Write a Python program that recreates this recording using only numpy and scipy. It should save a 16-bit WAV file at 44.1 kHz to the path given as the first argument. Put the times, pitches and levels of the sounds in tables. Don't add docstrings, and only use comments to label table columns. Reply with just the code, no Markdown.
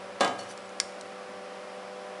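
import sys
import numpy as np
from scipy import signal
from scipy.fft import rfft, irfft
from scipy.io import wavfile

SR = 44100
rng = np.random.default_rng(int(sys.argv[2]) if len(sys.argv) > 2 else 0)


def store_wav(level_fs):
    pcm = np.round(np.clip(np.atleast_2d(level_fs), -1, 1) * 32767)
    wavfile.write(sys.argv[1], SR, pcm.T.astype(np.int16))


N = 97020
T = np.arange(N) / SR

SING_HZ = [2945, 4400, 4877, 5540, 5680, 5895, 6483, 8500, 9620, 10600]
# level_db, t60_s
SING_MODES = [(-4.5, 0.45), (2, 0.2), (-1, 0.1), (-5.5, 0.3), (-12, 0.16), (-5, 0.26), (-9, 0.13),
              (-16, 0.055), (-9, .07), (-16, 0.072)]


def landing():
    # start_s, frame_db, panels_db, crack_db, knock_db, sing_db
    blows = [(0.2018, -36, -41, -17, -49, -67), (.2072, 0, -5.5, -3, -13.5, -47),
             (.2092, -28, -14, 1.5, -11, -42), (.2316, -39, -13.5, -12, -14, -58),
             (0.2468, -11, -14, -1.5, -13.5, -44.5), (0.2776, -21.5, -25, -9.5, -24, -48),
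             (.3915, -33, -27, -22, -27, -47)]
    frame_hz = [105, 128, 252, 316, 399, 456, 566, 686, 705, 749, 837, 1028, 1108, 1246, 1628, 1831, 2795,
                2833, 3055, 3421, 3503, 3889, 4081]
    # level_db, t60_s
    frame_modes = [(-50.5, 1.4), (-52, 1.5), (-34.5, 0.31), (-40, 0.67), (-34, 0.46), (-38, 0.41),
                   (-22, 0.38), (-35, 0.44), (-25, 0.31), (-26.5, 0.59), (-39, 0.67), (-33, 0.15),
                   (-30, 0.22), (-31, 0.8), (-29.5, 0.65), (-42, 0.28), (-37, 0.32), (-34, 0.28),
                   (-38.5, 0.33), (-40, 0.39), (-34, 0.32), (-39, 0.28), (-41, 0.25)]
    # frequency_hz, density_db
    panel_spectrum = [(60, -45), (170, -3), (260, 2), (600, 1), (1150, 7), (1450, -4), (2200, -1.5),
                      (3300, -15.5), (5500, -21), (7500, -13.5), (11000, -33)]
    # frequency_hz, t60_s
    panel_decay = [(150, 0.38), (700, 0.36), (2000, 0.32), (5000, 0.28), (10000, 0.29)]
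    # frequency_hz, density_db
    crack_spectrum = [(100, -3), (400, -21), (1200, 1), (2500, -5.5), (5000, -2), (7500, -14),
                      (11000, -13.5)]
    frame = ring(frame_hz, frame_modes, sign=1)
    sing = ring(SING_HZ, SING_MODES)
    build_s, knock_hz = 0.00067, 690
    build = 1 - np.exp(-T / build_s)
    knock = np.sin(2 * np.pi * knock_hz * T) * fade(t60_s=0.0059)
    out = np.zeros(N)
    for start_s, frame_db, panels_db, crack_db, knock_db, sing_db in blows:
        panels = amp(panels_db - 19) * die_away(noise(panel_spectrum), panel_decay)
        crack = amp(crack_db - 20.5) * noise(crack_spectrum) * fade(t60_s=0.015)
        contact = highpass(panels * build + crack + amp(knock_db) * knock, hz=170)
        ringing = amp(frame_db) * frame + amp(sing_db) * sing
        add(out, start_s, ringing * build + contact)
    return highpass(out, hz=96)


def clicks():
    # start_s, glass_db, snap_db
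    ticks = [(.5762, -29, -22), (0.693, -41, -24), (0.8004, 0.5, -0.5), (1.011, -49, -16)]
    glass_hz = [1080, 1660, 2100, 3520, 4550, 5050, 5400, 5750, 6850, 8380, 10550]
    # level_db, t60_s
    glass_modes = [(-32.5, 0.021), (-26, 0.025), (-20.5, 0.012), (-28.5, 0.015), (-17, 0.011), (-15, .008),
                   (-11, 0.0079), (-19, 0.011), (-20.5, 0.0067), (-25, 0.0067), (-25, 0.0086)]
    # frequency_hz, density_db
    snap_spectrum = [(200, -36), (1000, -16), (2200, 6), (2900, -3), (4000, 2), (5200, 1), (7000, 3.5),
                     (11000, -9.5)]
    glass = ring(glass_hz, glass_modes)
    rise_s = 0.00025
    attack = 1 - np.exp(-(T / rise_s) ** 2)
    burst = amp(-18) * fade(t60_s=0.011)
    shimmer = amp(-48.5) * fade(t60_s=0.29)
    out = np.zeros(N)
    for start_s, glass_db, snap_db in ticks:
        snap = amp(snap_db) * noise(snap_spectrum) * (burst + shimmer)
        add(out, start_s, (amp(glass_db) * glass + snap) * attack)
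    return out


def rubbing():
    # start_s, rise_s, fall_s, level_db, tilt_db_per_octave
    strokes = [(0.378, 0.011, 0.1, -52.5, 0), (0.473, 0.036, 0.038, -52, 13.5)]
    # frequency_hz, density_db
    grit_spectrum = [(800, -20), (2500, 1), (5000, 0), (7500, -0.5), (11000, -1.5)]
    slips_per_s = 4500
    out = np.zeros(N)
    for start_s, rise_s, fall_s, level_db, tilt_db in strokes:
        slips = rng.standard_normal(N) * (rng.random(N) < slips_per_s / SR)
        sing = unit(signal.fftconvolve(slips, ring(SING_HZ, SING_MODES, tilt_db))[:N])
        grit = amp(5.5) * colour(slips, grit_spectrum)
        stroke = np.interp(T, [start_s, start_s + rise_s, start_s + rise_s + fall_s], [0, 1, 0])
        out += amp(level_db) * stroke * (sing + grit)
    squeak_hz, squeak_start_s, squeak_length_s = 7900, 0.58, 0.12
    squeak = unit(wander(hz=76) * np.sin(2 * np.pi * squeak_hz * T))
    arch = np.sin(np.pi * np.clip((T - squeak_start_s) / squeak_length_s, 0, 1))
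    return out + amp(-65.5) * squeak * arch


def handling():
    # centre_s, half_length_s, level_db
    slides = [(1.25, 0.055, -70), (1.875, .07, -65)]
    # frequency_hz, density_db
    skin_spectrum = [(2000, -30), (4300, -5), (5200, 16), (6000, -31), (11000, -28)]
    sliding = sum(amp(db) * pulse(centre_s, half_s) for centre_s, half_s, db in slides)
    out = sliding * noise(skin_spectrum)
    bump_hz = 55
    for centre_s, level_db in [(0.802, -58), (0.842, -61)]:
        swing = np.sin(2 * np.pi * bump_hz * (T - centre_s))
        out += amp(level_db) * pulse(centre_s, half_s=0.006) * swing
    return out


def motor_hum():
    line_hz = [100.3, 192.9, 385.8, 501.5, 562.5, 578.5, 601.6, 701.7, 771.6, 965, 1003, 1157.5, 1350.2]
    # mid_scene_rms_db, growth_db_per_s
    line_levels = [(-76.5, -6.5), (-57, -0.5), (-56, 0.5), (-49, 2.5), (-57.5, -6.5), (-56, -5.5),
                   (-53.5, 5), (-64, 8), (-53, 2), (-70, -11), (-70, 11.5), (-61, 0.5), (-64.5, -4.5)]
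    hum = np.zeros(N)
    for pitch_hz, (level_db, growth_db_per_s) in zip(line_hz, line_levels):
        rms = amp(level_db + growth_db_per_s * (T - T.mean()) + 0.28 * wander(hz=5.5))
        phase = 2 * np.pi * (pitch_hz * T + rng.random()) + 0.22 * wander(hz=3.7)
        hum += np.sqrt(2) * rms * np.sin(phase)
    return hum


def air_rush():
    # frequency_hz, density_db
    air_spectrum = [(25, -37), (70, -34.5), (110, -20.5), (150, -24), (200, -11), (300, -12.5),
                    (420, -10.5), (600, -6.5), (900, -10.5), (1150, -9), (2000, -14.5), (3000, -19),
                    (4000, -23.5), (5200, -23.5), (6500, -29.5), (11000, -33.5)]
    return amp(-45.5 + 0.25 * wander(hz=19)) * noise(air_spectrum)


def room(x, near_db, tail_db):
    # frequency_hz, t60_s
    room_decay = [(200, 0.8), (2000, 0.42), (5500, .45), (10000, 0.62)]
    near_delay_s, tail_delay_s = 0.00306, 0.009
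    near = rng.standard_normal(N) * fade(t60_s=0.053) * (T > near_delay_s)
    tail = die_away(rng.standard_normal(N), room_decay) * (T > tail_delay_s)
    echo = amp(near_db) * near / np.linalg.norm(near) + amp(tail_db) * tail / np.linalg.norm(tail)
    return x + signal.fftconvolve(x, echo)[:N]


def ring(pitches, modes, tilt_db=0, sign=-1):
    out = np.zeros(N)
    for k, (hz, (level_db, t60_s)) in enumerate(zip(pitches, modes)):
        gain = sign ** k * amp(level_db + tilt_db * np.log2(hz / 5000))
        out += gain * fade(t60_s) * np.sin(2 * np.pi * hz * T)
    return out


def fade(t60_s):
    return amp(-60 * T / t60_s)


def pulse(centre_s, half_s):
    return np.exp(-((T - centre_s) / half_s) ** 2)


def die_away(x, decay):
    hz, t, bands = signal.stft(x, SR, nperseg=256)
    damping = amp(-60 * t / read(decay, hz)[:, None])
    return signal.istft(bands * damping, SR, nperseg=256)[1][:N]


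def colour(x, spectrum):
    gain = amp(read(spectrum, np.fft.rfftfreq(N, 1 / SR)))
    return unit(irfft(rfft(x) * gain, N))


def noise(spectrum):
    return colour(rng.standard_normal(N), spectrum)


def wander(hz):
    lowpass = np.exp(-(np.fft.rfftfreq(N, 1 / SR) / hz) ** 2)
    return unit(irfft(rfft(rng.standard_normal(N)) * lowpass, N))


def highpass(x, hz):
    return signal.sosfilt(signal.butter(3, hz, "high", fs=SR, output="sos"), x)


def read(points, hz):
    frequency_hz, value = np.transpose(points)
    return np.interp(np.log(hz + 1), np.log(frequency_hz + 1), value)


def amp(db):
    return 10 ** (np.asarray(db) / 20)


def unit(x):
    return x / np.sqrt(np.mean(x ** 2) + 1e-20)


def add(mix, start_s, sound):
    part = mix[max(round(start_s * SR), 0):][:len(sound)]
    part += sound[:len(part)]


def scene():
    rattle = room(landing() + rubbing(), near_db=-11.5, tail_db=-16)
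    lift = room(clicks(), near_db=-12.5, tail_db=-16.5)
    return (rattle + lift + handling() + motor_hum() + air_rush())[None]


def record(dry):
    cutoff_hz = 11000
    lowpass = signal.firwin(511, cutoff_hz, window=("kaiser", 9), fs=SR)
    return signal.oaconvolve(dry, lowpass[None], "same")


dry = scene()
out = record(dry)
store_wav(out)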